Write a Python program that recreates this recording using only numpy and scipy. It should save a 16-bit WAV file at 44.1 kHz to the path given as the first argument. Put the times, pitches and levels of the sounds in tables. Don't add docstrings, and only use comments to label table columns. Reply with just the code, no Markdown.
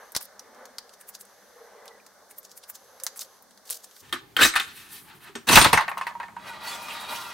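import sys
import numpy as np
from scipy import signal
from scipy.fft import rfft, irfft, next_fast_len
from scipy.io import wavfile
from scipy.ndimage import uniform_filter1d

SR = 44100
rng = np.random.default_rng(int(sys.argv[2]) if len(sys.argv) > 2 else 0)


def boost_factor(decibels):
    exponent = np.asarray(decibels, float) / 20
    return 10 ** exponent


def wav_out(sig):
    wavfile.write(sys.argv[1], SR, np.round(np.clip(np.atleast_2d(sig).T, -1, 1) * 32767).astype(np.int16))


N = 323314
CUT = int(4.02 * SR)
TIME = np.arange(N) / SR
EARS = np.array([[1], [-1]])
BANDS_HZ = 30 * 2 ** np.arange(0, 9.2, 1 / 2)


def unit(x):
    return x / np.sqrt(np.mean(x ** 2))


def read(table, hz):
    table = np.array(table)
    return np.interp(np.log(hz), np.log(table[:, 0]), table[:, 1])


def band(x, lo_hz, hi_hz):
    sos = signal.butter(2, [lo_hz, min(hi_hz, 20000)], "band", fs=SR, output="sos")
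    return signal.sosfilt(sos, x + 1e-15)


def half_octave(x, hz):
    return band(x, hz / 1.19, hz * 1.19)


def wide(pair, side_db):
    return pair[0] + boost_factor(side_db) * pair[1] * EARS


def flicker(db, rate_hz, size=N):
    levels = boost_factor(db * rng.standard_normal(int(size / SR * rate_hz) + 2))
    return np.interp(np.arange(size) * (rate_hz / SR), np.arange(len(levels)), levels)


def gains(tables):
    out = np.full((len(tables[0][0]) - 1, N), 1e-9)
    for table in tables:
        s, *columns = np.transpose(table)
        span = slice(int(s[0] * SR), int(s[-1] * SR))
        out[:, span] = [boost_factor(np.interp(TIME[span], s, db)) for db in columns]
    return uniform_filter1d(out, size=200)


def strokes(table, fade_db):
    out = []
    for start, peak, end, db, bright in table:
        out.append([(start, db - fade_db, bright), (peak, db, bright), (end, db - fade_db, bright)])
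    return out


def air(spectrum, size, side_db, flicker_db, rate_hz):
    lo_hz, hi_hz = spectrum[0][0], spectrum[-1][0]
    padded = next_fast_len(size)
    hz = np.maximum(np.fft.rfftfreq(padded, 1 / SR), 1)
    noise = rfft(wide(rng.standard_normal((2, padded)), side_db))
    noise = noise * boost_factor(read(spectrum, hz)) * (hz > lo_hz) * (hz < hi_hz)
    out = 0
    for mid_hz in BANDS_HZ:
        if lo_hz < mid_hz * 2 ** .5 < hi_hz * 2:
            share = np.cos(np.pi / 2 * np.clip(2 * np.log2(hz / mid_hz), -1, 1))
            out = out + flicker(flicker_db, rate_hz, size) * irfft(noise * share, padded)[:, :size]
    return unit(out)


# frequency in Hz, level in dB per Hz.
HISS_COLOUR = [(1500, -32), (2200, -34), (2970, -39), (3480, -6.5), (4550, -6.5), (5800, -1.5), (6600, -8),
               (16200, -13.5)]


def mic_hiss():
    return boost_factor(-62.5) * air(HISS_COLOUR, CUT, -1.7, 0.31, 7.2)


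# frequency in Hz, level in dB per Hz.
HUM_COLOUR = [(15, -14), (60, -10.5), (160, -10), (200, 2), (240, -2.5), (290, -5), (400, -3), (600, -10)]


def building_hum():
    return boost_factor(-68) * air(HUM_COLOUR, CUT, -2.5, 2.9, 6)


# frequency in Hz, level in dB per Hz.
ROOM_COLOUR = [(15, -21), (130, 1), (240, -5), (400, -3.5), (590, -17), (800, -8), (4590, -21),
               (16200, -22.5)]


def room_tone():
    return boost_factor(-55.5) * air(ROOM_COLOUR, N - CUT, -6.0, 2.5, 4.68)


def bench_hum():
    start_s, level_db = 5.8, -61
    noise = wide(rng.standard_normal((2, N)), -5.5)
    return boost_factor(level_db) * (TIME > start_s) * unit(band(noise, 178, 212))


# centre in Hz, width in Hz, level in dB.
FAN_BANDS = [(6050, 640, -3), (11400, 1800, -2), (4300, 3300, -2)]
# start in seconds, end in seconds, level above idle in dB.
FAN_RUN_UPS = [
    (0, 0.11, 11),
    (1.25, 1.697, 8),
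    (2.75, 3.386, 10.8),
    (3.706, 3.95, 12),
]


def fan():
    idle_db, t = -74.5, TIME[:CUT]
    noise = wide(rng.standard_normal((2, CUT)), -9.5)
    sound = sum(boost_factor(db) * unit(band(noise, hz - width / 2, hz + width / 2)) for hz, width, db in FAN_BANDS)
    run_db = sum(db * ((t >= start) & (t < end)) for start, end, db in FAN_RUN_UPS)
    return boost_factor(idle_db + uniform_filter1d(run_db, size=1500)) * sound


def drone(closest_s, passing_s, swell_db, hz, db):
    doppler = 0.021
    place = (TIME[:CUT] - closest_s) / passing_s
    phase = 2 * np.pi * np.cumsum(hz * (1 - doppler * np.tanh(place))) / SR
    rough = unit(band(rng.standard_normal(CUT), 0.9, 23.5))
    return boost_factor(db) * np.exp(-place ** 2) * rough * np.sin(phase)


# frequency in Hz, level in dB per Hz.
TRAFFIC_COLOUR = [(300, -39), (400, -9), (480, -1.5), (800, -5), (1760, -8.5), (2150, -15.5), (2400, -25.5),
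                  (4500, -24.5)]
# closest in seconds, passing time in seconds, swell above traffic in dB,
# engine tone in Hz, tone level in dB.
VEHICLES = [
    (0.0, 0.089, 8.5, 487, -56),
    (0.631, 0.059, 6.5, 501, -49.5),
    (.6, .3, 2.5, 245, -63.5),
    (1.62, 0.06, 3, 465, -51),
    (1.83, 0.13, 10.5, 467, -53),
    (3.051, 0.218, 5.5, 529, -58),
    (3.72, 0.059, 7.5, 490, -66),
]
# closest in seconds, passing time in seconds, swell in dB, tone in Hz, level in dB.
ENGINE_WHINE = (1.88, .11, 0, 1990, -56)


def traffic():
    level_db, sag_db_per_s, t = -57, -1.47, TIME[:CUT]
    swell_db = sum(db / (1 + ((t - s) / passing_s) ** 2) for s, passing_s, db, *_ in VEHICLES)
    road = boost_factor(level_db + sag_db_per_s * t + swell_db) * air(TRAFFIC_COLOUR, CUT, -11.0, 2.5, 25.16)
    return road + sum(drone(*row) for row in [*VEHICLES, ENGINE_WHINE])


# start, peak and end in seconds, peak in dB, brightness in dB.
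FINGER_STROKES = [
    (.2, .214, 0.27, -46, 9),
    (3.16, 3.215, 3.265, -36, -3),
    (3.65, 3.725, 3.81, -35, -3),
    (3.9, 3.97, 4.13, -50, -2),
]


def fingers():
    force, bright = gains(strokes(FINGER_STROKES, 24))[:, :CUT]
    noise = wide(rng.standard_normal((2, CUT)), -9.5)
    brush = unit(band(noise, 4050, 10200)) + bright * unit(band(noise, 8300, 14700))
    return force * boost_factor(-3.0) * flicker(5.1, 180, CUT) * brush


def contacts(table, rise_s, swell, snap, t60_s):
    out = np.zeros((2, N))
    lead = 1024
    t = (np.arange(4096) - lead) / SR
    shape = np.where(t < 0, swell * np.exp(-np.abs(t) / rise_s), .5 * boost_factor(-60 * t / t60_s))
    front = snap * np.exp(-np.abs(t) / 0.00024) * (t >= 0)
    for s, peak_db, hz, low_db in table:
        noise = rng.standard_normal((2, len(t)))
        burst = wide(shape * noise + front * np.sign(noise), -9.0)
        sound = .5 * band(burst, max(hz * .5, 3000), hz * 2.32)
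        sound += 0.61 * band(burst, hz * 0.75, hz * 1.27)
        sound += 3 * boost_factor(low_db) * band(burst, 820, 2400)
        i = int(s * SR) - lead
        out[:, i:i + len(t)] += boost_factor(peak_db - 1) * sound
    return out


# time in seconds, peak in dB, pitch in Hz, low part in dB.
TIP_TAPS = [(0.12, -30.5, 11400, -28), (0.1498, -12.5, 4900, -9.5), (0.1574, -20, 5030, -37),
            (0.1639, -5.5, 5330, -16.5), (0.1714, -14, 5340, -18), (0.2114, -31.5, 8300, -5),
            (0.395, -27.5, 5470, -22), (0.5472, -44, 5710, -21), (0.6546, -30.5, 5960, -11),
            (0.7832, -18.5, 4870, -13), (0.8934, -34, 4300, -16), (1.2516, -40, 9300, -14),
            (1.8562, -36, 11100, -7), (1.8791, -27.5, 4300, -37), (2.0642, -32.5, 6220, -10.5),
            (2.365, -51, 9000, -30), (2.4305, -40, 11000, -13), (2.4945, -42, 5000, -13),
            (2.846, -49, 9000, -18)]
# time in seconds, peak in dB, pitch in Hz, low part in dB.
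SCREW_FUMBLES = [(3.0001, -30.5, 5400, -11.5), (3.0362, -18, 12000, -28), (3.066, -13.5, 5700, -12.5),
                 (3.1604, -35.5, 9000, -10), (3.193, -25, 7400, -18), (3.2196, -24, 5060, -14),
                 (3.4241, -43.5, 13870, -23), (3.5094, -41.5, 4300, -21), (3.5753, -38.5, 5270, -14),
                 (3.6934, -26.5, 3800, -24), (3.701, -20, 11910, -20), (3.707, -17, 10700, -21.5),
                 (3.9115, -36, 3580, -13), (3.9654, -35.5, 4000, -10)]
# time in seconds, peak in dB, pitch in Hz, low part in dB.
SCREW_TURNS = [(0.9377, -34, 5430, -14), (1.0117, -33.5, 10100, -10.5), (1.09, -26.5, 12900, -18),
               (1.151, -25, 5460, -19), (1.2108, -28, 11000, -23), (2.3111, -32.5, 10400, -15),
               (2.384, -31.5, 12300, -26), (2.4505, -31, 6300, -25), (2.5156, -33, 6040, -33),
               (2.5757, -28.5, 11400, -20), (2.6379, -29, 4450, -15), (2.699, -23, 14000, -15.5),
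               (2.754, -26.5, 6440, -19), (3.1746, -25.5, 11000, -38), (3.8433, -28, 7500, -18)]
# time in seconds, level in dB, pitch in Hz, T60 in seconds.
TOOL_PINGS = [
    (2.384, -31, 13500, 0.045),
    (2.383, -26, 18000, 0.033),
    (2.386, -37, 14100, .02),
    (2, -48, 2400, .03),
    (2.312, -52, 2200, .05),
    (3.709, -40, 16000, .03),
]


def tools():
    out = contacts(TIP_TAPS, 0.00061, 0.061, 0.91, t60_s=0.042)
    out += contacts(SCREW_FUMBLES, 0.00031, 0.079, 2.16, t60_s=0.061)
    out += contacts(SCREW_TURNS, 0.0086, 0.32, 1.0, t60_s=0.052)
    t = np.arange(4096) / SR
    for s, db, hz, t60 in TOOL_PINGS:
        i = int(s * SR)
        out[:, i:i + len(t)] += boost_factor(db - 60 * t / t60) * np.sin(2 * np.pi * hz * t)
    thud = slice(7200, 7300)
    out[:, thud] += boost_factor(-24) * np.exp(-.5 * ((TIME[thud] - .1645) / 2e-4) ** 2)
    return out


# start, peak and end in seconds, peak in dB, brightness in dB.
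PALM_RUBS = [
    (4.7, 4.77, 4.95, -47.5, 3),
    (4.88, 4.93, 5.1, -41.5, -1),
    (5.12, 5.155, 5.25, -57, -6),
    (5.19, 5.25, 5.25, -49, -1),
    (5.886, 5.896, 5.915, -41.5, -6),
    (6.815, 6.83, 6.85, -43, -3),
]


def palm_rubs():
    out = np.zeros((2, N))
    force, bright = gains(strokes(PALM_RUBS, 20.5))
    span = slice(int(PALM_RUBS[0][0] * SR) - 200, int(PALM_RUBS[-1][2] * SR) + 200)
    noise = wide(rng.standard_normal((2, span.stop - span.start)), -9)
    hiss = unit(band(noise, 8300, 13900)) + 0.33 * bright[span] * unit(band(noise, 3500, 7500))
    out[:, span] += force[span] * hiss
    return out


# start in seconds, end in seconds, from in Hz, to in Hz, level in dB.
EDGE_SQUEALS = [(4.386, 4.476, 1400, 1950, -20), (4.384, 4.424, 3080, 3540, -26),
                (4.417, 4.461, 3750, 3910, -20), (4.423, 4.458, 7400, 7600, -24.5),
                (4.447, 4.478, 5000, 7100, -30), (4.449, 4.548, 8350, 8280, -39),
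                (4.491, 4.538, 4000, 4000, -42), (4.9, 4.957, 1800, 1800, -54),
                (5.059, 5.15, 845, 896, -56), (5.221, 5.31, 1760, 1744, -56),
                (5.471, 5.503, 1755, 1600, -30), (5.589, 5.652, 9030, 8900, -23.5),
                (5.585, 5.64, 3900, 4000, -31), (5.746, 5.79, 3300, 2800, -41.5),
                (5.818, 6.39, 942, 945, -49.5), (6.07, 6.14, 1300, 945, -43),
                (6.78, 6.95, 2480, 2460, -49.5), (6.88, 7.15, 3700, 3700, -49),
                (6.44, 6.56, 1100, 840, -48.5), (7.15, 7.3, 1100, 935, -47), (6.75, 6.81, 1400, 1400, -50),
                (6.065, 6.136, 1780, 1730, -46.5), (6.455, 6.547, 1600, 1410, -46),
                (6.63, 6.745, 2000, 1960, -45), (6.637, 6.72, 4440, 4460, -41.5),
                (6.685, 6.77, 3400, 3480, -42.5), (6.607, 6.795, 942, 690, -49),
                (6.862, 6.955, 938, 932, -45), (7.097, 7.33, 3200, 2450, -51), (7.08, 6.3, 1182, 1400, -43),
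                (7.081, 7.33, 1400, 1374, -44)]


def squeals():
    rough_hz, light_rough_hz, light_db = 100, 35, -41
    out = np.zeros((2, N))
    for start, end, from_hz, to_hz, db in EDGE_SQUEALS:
        rough = band(rng.standard_normal((2, 27000)), 5, rough_hz if db > light_db else light_rough_hz)[:, 500:]
        span = slice(int(start * SR), min(int(end * SR), N))
        place = (TIME[span] - start) / (end - start)
        turn = np.exp(2j * np.pi * np.cumsum(from_hz + (to_hz - from_hz) * place) / SR)
        shake = 1 + 0.63 * (unit(rough[0]) + 1j * unit(rough[1]))[:len(place)]
        swell = np.sqrt(np.sin(np.pi * np.clip(place, 0, 1)))
        out[:, span] += boost_factor(db + rng.standard_normal() * EARS) * swell * (shake * turn).imag
    return out


# time in seconds, level in dB, pitch in Hz, T60 in seconds.
CONTACT_CLANGS = [(0.393, -33, 5740, 0.029), (.784, -23, 4610, 0.02), (4.128, -36, 258, 0.17),
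                  (4.127, -34, 359, 0.17), (4.126, -20.5, 3220, 0.06), (4.366, -7.5, 3160, 0.021),
                  (4.538, -24, 2200, 0.044), (4.367, -16, 1520, 0.033), (4.391, -10.5, 1530, .04),
                  (5.354, -47, 5640, 0.15), (5.354, -40, 6370, 0.093), (5.354, -47, 7596, 0.17),
                  (5.354, -44, 8301, 0.15), (5.81, -22.5, 1800, 0.051), (6.07, -35, 2710, 0.054),
                  (6.233, -40.5, 2500, 0.053), (4.56, -11, 1268, 0.039), (4.569, -26, 8980, 0.044),
                  (4.6, -19.5, 3520, 0.032), (5.295, -44, 400, .1), (5.352, -38.5, 232, 0.17),
                  (5.356, -34, 397, 0.14), (5.561, -17.5, 113, 0.23), (5.73, -24.5, 168, 0.16),
                  (5.517, -13.5, 1107, 0.054), (5.6116, -15, 1096, 0.064), (5.645, -16.5, 980, 0.17),
                  (5.516, -19, 255, 0.045), (5.567, -13, 195, 0.093), (5.732, -15, 2603, 0.079),
                  (5.775, -14, 2010, 0.052), (5.487, -13, 3890, 0.031), (5.531, -11.5, 4440, 0.027),
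                  (5.558, -8, 2520, 0.045), (5.775, -26, 6150, 0.053), (4.425, -21.5, 328, 0.087),
                  (4.44, -32, 70, 0.13),
                  (5.883, -18.5, 1830, 0.034), (5.88, -24, 1130, 0.038), (5.886, -29.5, 2670, 0.061),
                  (5.915, -22, 1084, 0.05), (5.917, -33, 2470, 0.032), (5.973, -22.5, 1080, 0.043),
                  (5.981, -47, 4000, .06), (5.98, -37, 2820, 0.051), (6.012, -21.5, 1052, 0.079),
                  (6.011, -27, 1750, 0.049), (6.014, -36, 2550, 0.067), (6.068, -24.5, 1890, 0.04),
                  (6.068, -24.5, 945, 0.12), (6.152, -26.5, 945, 0.1), (6.2, -26, 945, 0.089),
                  (6.202, -37.5, 2550, .07), (6.23, -32.5, 1800, 0.094), (6.367, -28, 945, 0.095),
                  (6.365, -35, 1550, 0.032)]


def clangs():
    spread, neighbour_db, neighbour_t60, lone_hz, rise_s = 0.102, -5.5, 0.69, 1000, 0.00061
    out, t = np.zeros((2, N)), np.arange(8192) / SR
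    for s, db, hz, t60 in CONTACT_CLANGS:
        pan, below, above = rng.standard_normal(3)
        near = 0
        for side, c in [(-1, below), (1, above)]:
            near = near + np.sin(2 * np.pi * hz * (1 + side * spread * (.5 + .5 * abs(c))) * t)
        ring = boost_factor(-60 * t / t60) * np.sin(2 * np.pi * hz * t)
        ring += boost_factor(neighbour_db - 60 * t / (t60 * neighbour_t60)) * near * (hz > lone_hz)
        i = int(s * SR)
        out[:, i:i + len(t)] += boost_factor(db + pan * EARS) * (1 - np.exp(-t / rise_s)) * ring
    return out


# time in seconds, pressure in dB, brightness from speed in dB.
TUG_SLIDE = [
    (4.372, -34, -20),
    (4.386, -30, -13),
    (4.394, -18.5, -12),
    (4.404, -20.5, -11),
    (4.414, -19, -1),
    (4.455, -20.5, 5),
    (4.472, -35, 8),
    (4.5, -44, 5),
]
# time in seconds, pressure in dB, brightness in dB.
PULL_SLIDE = [
    (5.469, -30.5, -2),
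    (5.49, -20, -6),
    (5.53, -17.5, 4.5),
    (5.552, -25, 2.5),
    (5.572, -18, 8),
    (5.608, -32, 5),
    (5.622, -27, 8.5),
    (5.642, -36, -4),
    (5.7, -32.5, -3),
]
# time in seconds, pressure in dB, brightness in dB.
OUT_SLIDE = [(6.39, -49, -16), (6.49, -39.5, -9.5), (6.588, -46, -18), (6.63, -39.5, -5), (6.696, -37.5, 2),
             (6.8, -41.5, -3), (6.9, -39.5, -1), (7.0, -39.5, -7.5), (7.064, -41.5, -8), (7.1, -35.5, -3.5),
             (7.158, -38.5, 1.5), (7.24, -41, -2), (7.33, -43, -4)]
# start, peak and end in seconds, peak in dB, brightness in dB.
SMALL_NUDGES = [
    (4.02, 4.04, 4.12, -52, -6),
    (4.6, 4.62, 4.8, -42, -1.5),
    (4.72, 4.77, 4.94, -44.5, -2.5),
    (4.885, 4.925, 5, -44.5, 1.5),
    (5.045, 5.1, 5.17, -46, -11),
    (5.2, 5.265, 5.3, -42, -10),
]
# start in seconds, end in seconds.
PALM_REST_S = (4.66, 5.34)


def palm_rests():
    return (TIME > PALM_REST_S[0]) & (TIME < PALM_REST_S[1])


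def slides():
    slips = (rng.random(N) < 5000 / SR) * boost_factor(2.43 * rng.exponential(size=N)) * rng.choice([-1, 1], N)
    ring, bright = gains([*strokes(SMALL_NUDGES, 9.5), TUG_SLIDE, PULL_SLIDE, OUT_SLIDE])
    on_bench = (TIME > PULL_SLIDE[0][0]) & (TIME < PULL_SLIDE[-1][0])
    thump = ring * boost_factor(-14 + 8 * on_bench - 10 * palm_rests())
    rumble = thump * boost_factor(-10.5 + 10.0 * on_bench)
    clank = ring * boost_factor(-0.5) * bright ** 0.24
    judder = flicker(3.0, 50) ** np.where(ring > boost_factor(-33), 1, 0.51)
    return np.array([ring, rumble, thump, clank, ring * bright]) * unit(slips) * boost_factor(-4.5) * judder


# time in seconds, peak in dB, weight in dB, edge in dB.
TUG_BLOWS = [(4.094, -49, -14, 2), (4.126, -14.5, -14.5, -5), (4.136, -35, -16, -24),
             (4.366, -12.5, -13, -6.5), (4.391, -11.5, -15, -25), (4.412, -11.5, -6, -9),
             (4.457, -13, -14, -10), (4.431, -12, -15, 2), (4.449, -6, -9, -18), (4.538, -19, -27, -11),
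             (4.555, -15.5, -28, -2.5), (4.561, -9, -33, -5.5), (4.567, -33, -26, -6),
             (4.598, -17, -18.5, -1.5), (5.353, -25.5, -4, -3.5)]
# time in seconds, peak in dB, weight in dB, edge in dB.
PULL_BLOWS = [(5.476, -30, -26, 3), (5.488, -11.5, -6, 1), (5.517, -24, -14, -7), (5.495, -10, -1, -10),
              (5.528, -4.5, -9, -8), (5.556, -4.5, -23, 4), (5.566, -6.5, -3.5, -14),
              (5.572, 0.5, -10.5, -8.5), (5.6131, -6.5, -8, 0), (5.645, -5, -27, -3),
              (5.657, -10.5, 0, -26), (5.7296, -4.5, -7.5, -5)]
# time in seconds, peak in dB, edge in dB, sizzle in dB.
CHASSIS_RATTLES = [(5.773, -6.5, -8.5, -18), (5.808, -16, -10, -18.5), (5.8805, -18, -11, -19),
                   (5.916, -21, -18, -24), (5.972, -25.5, -14, -36), (5.978, -22.5, -9, -9.5),
                   (6.012, -20.5, -10, -17), (6.068, -20.5, -7.5, -12.5), (6.108, -31, -23, -38),
                   (6.152, -33, -30, -34), (6.2, -24, -14, -29.5), (6.23, -28.5, -12, -20),
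                   (6.283, -31.5, -30, -38), (6.366, -33.5, -6.5, -24)]


def blows():
    rows = [(*row, -37, 3.8, -4) for row in TUG_BLOWS]
    rows += [(*row, -11.5, 3.8, -4) for row in PULL_BLOWS]
    rows += [(s, db, -50.5, edge_db, -54, 1.9, sizzle_db - edge_db)
             for s, db, edge_db, sizzle_db in CHASSIS_RATTLES]
    out, t = np.zeros((5, N)), np.arange(2048) / SR
    for s, peak_db, weight_db, edge_db, rumble_db, click, sizzle_db in rows:
        decay = 0.035 * boost_factor(-60 * t / 0.072) + np.exp(-t / 0.0021)
        rattle = rng.standard_normal(len(t)) * decay + click * (t == 0)
        parts_db = np.array([0, rumble_db, weight_db, edge_db, edge_db + sizzle_db])[:, None]
        i = int(s * SR)
        out[:, i:i + len(t)] += boost_factor(peak_db + 17.5 + parts_db) * rattle / np.sqrt(np.sum(rattle ** 2))
    return out


FORCE_EDGES_HZ = [200, 600, 2300, 5000]
FORCE_ORDER = [1, 2, 0, 3, 4]
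STAGE_STARTS_S = [4.02, 5.44, 6.39]
# frequency in Hz, level in dB, T60 in seconds.
FULL_MODES = [(325, -10, 0.14), (802, -21.5, 0.099), (1235, -15, 0.14), (1540, -26, 0.23),
              (1514, -19.5, 0.076), (1610, -16.5, 0.03), (1800, -8.5, 0.072), (2536, -9, 0.074),
              (3180, -12.5, 0.034), (3630, -8.5, 0.05), (4000, -19, 0.25), (6030, -18, .05),
              (7670, -24, 0.13), (8340, -20, 0.1)]
# frequency in Hz, level in dB, T60 in seconds.
HALF_MODES = [(304, -8, 0.15), (819, -17.5, 0.18), (945, -8, 0.19), (1056, -10.5, 0.13), (1253, -17, 0.24),
              (1410, -36, 0.16), (1594, -19, 0.088), (1837, -14.5, 0.047), (1960, -23, 0.21),
              (2550, -10, 0.1), (2890, -21, 0.13), (3450, -18, 0.15), (3800, -28, 0.22)]
# frequency in Hz, level in dB, T60 in seconds.
EMPTY_MODES = [(630, -14, 0.071), (807, -15, 0.066), (940, -5.5, 0.2), (1195, -5, 0.036),
               (1408, -6.5, 0.078), (1925, -12.5, 0.11), (2436, -8, 0.068), (2880, -10, 0.025),
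               (3313, -7.5, 0.029), (3870, -10, 0.061), (4440, -13, 0.04)]
# frequency in Hz, level in dB, T60 in seconds.
BRACKET_MODES = [(6050, -17.5, 0.056), (8770, -11, .13), (2680, -12.5, 0.1)]
CONTACT_FLICKER_DB = [3.5, 2.5, 3, 4]
GRIP_ENDS_S = 5.85


def modes(push, stage):
    grip_db, palm_db = -6.5, -4.5
    out = np.zeros((2, len(stage)))
    palm = boost_factor(palm_db * palm_rests()[CUT:])
    for index, table in enumerate([FULL_MODES, HALF_MODES, EMPTY_MODES, BRACKET_MODES]):
        now = stage == index if index < len(STAGE_STARTS_S) else stage == 1
        span = slice(np.argmax(now), len(now) - np.argmax(now[::-1]) + SR // 2)
        grip = boost_factor(grip_db * (TIME[CUT:] < GRIP_ENDS_S) * (index == 1))
        for hz, db, t60 in table:
            r, w = boost_factor(-60 / (t60 * SR)), 2 * np.pi * hz / SR
            part = FORCE_ORDER[np.searchsorted(FORCE_EDGES_HZ, hz)]
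            drive = push[part] * now * (grip if hz < 1100 else 1) * palm
            drive = drive * flicker(CONTACT_FLICKER_DB[index], 9, len(stage))
            drive = drive * boost_factor(db) * np.sqrt(4 * (1 - r)) * np.sin(w)
            b = 1 / (2 * np.sin(w))
            mode = signal.lfilter([b, 0, -b], [1, -2 * r * np.cos(w), r * r], drive[span] + 1e-15)
            out[:, span] += mode * boost_factor(2.78 * rng.standard_normal() * EARS)
    return out


# frequency in Hz, level in dB per Hz.
SHEET_COLOUR = [(25, -19), (114, 3.5), (677, -1), (962, 4.5), (2220, -1.5), (6920, -12.5), (9070, -12.5),
                (16000, -17)]
# frequency in Hz, T60 in seconds.
SHEET_DECAY = [(60, 0.027), (400, 0.051), (1200, 0.15), (3500, 0.16), (9000, 0.16), (15000, 0.014)]
# frequency in Hz, side level in dB.
SHEET_WIDTH = [(60, 2), (500, -8), (8000, -8.5), (13000, -5.5)]
STAGE_RING_DB = [-3.5, -2.5, -2.5]


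def case():
    push = (slides() + blows())[:, CUT:]
    t, size = TIME[CUT:], push.shape[1]
    noise = rng.standard_normal((2, size))
    part = np.array(FORCE_ORDER)[np.searchsorted(FORCE_EDGES_HZ, BANDS_HZ)]
    colour = boost_factor(read(SHEET_COLOUR, BANDS_HZ))
    hollow = np.interp(t, [5.0, 5.8], [.25, 1.2])
    stage = np.searchsorted(STAGE_STARTS_S, t + 1e-3) - 1
    sheet = 0
    for hz, k, level in zip(BANDS_HZ, part, colour):
        gain = level / np.sqrt(np.sum((colour ** 2 * BANDS_HZ)[part == k]) * .35 * 2 / SR)
        kept = boost_factor(-120 / (read(SHEET_DECAY, hz) * SR))
        energy = signal.lfilter([1 - kept], [1, -kept], push[k] ** 2 + 1e-24)
        stored = np.sqrt(np.abs(energy))
        shifted = np.roll(noise, int(hz) * 2, axis=1)
        ring = wide(half_octave(shifted * stored, hz), read(SHEET_WIDTH, hz))
        direct = half_octave(half_octave(push[k], hz), hz)
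        heard = 0.5 * direct + 1.047 * flicker(3.0, 39.77, size) * ring
        sheet = -sheet + gain * (hollow if 600 < hz < 1100 else 1) * heard
    ring_db = np.array(STAGE_RING_DB)[stage] - 2.5 * (stage == 1) * (t > GRIP_ENDS_S)
    return np.pad(sheet * boost_factor(ring_db) + modes(push, stage), ((0, 0), (CUT, 0)))


def room_reply(near):
    t = np.arange(8192) / SR
    echo = band(rng.standard_normal((2, len(t))), 180, 6400) * boost_factor(-60 * t / 0.35) * (t > .004)
    return boost_factor(-44.0) * signal.oaconvolve(echo, near[:1], axes=1)[:, :N]


def scene():
    near = tools() + palm_rubs() + squeals() + clangs() + case()
    out = near + room_reply(near) + bench_hum()
    out[:, :CUT] += mic_hiss() + building_hum() + fan() + traffic() + fingers()
    out[:, CUT:] += room_tone()
    return out


def band_limit(x):
    return signal.sosfilt(signal.butter(12, 16340, fs=SR, output="sos"), x)


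def record(dry):
    bent = dry + 0.23 * band(dry ** 2, 12, 300)
    top_cut = signal.sosfilt(signal.ellip(6, .2, 25, 15750, fs=SR, output="sos"), bent)
    return band_limit(np.clip(top_cut, -.99, .99))


dry = scene()
out = record(dry)
wav_out(out)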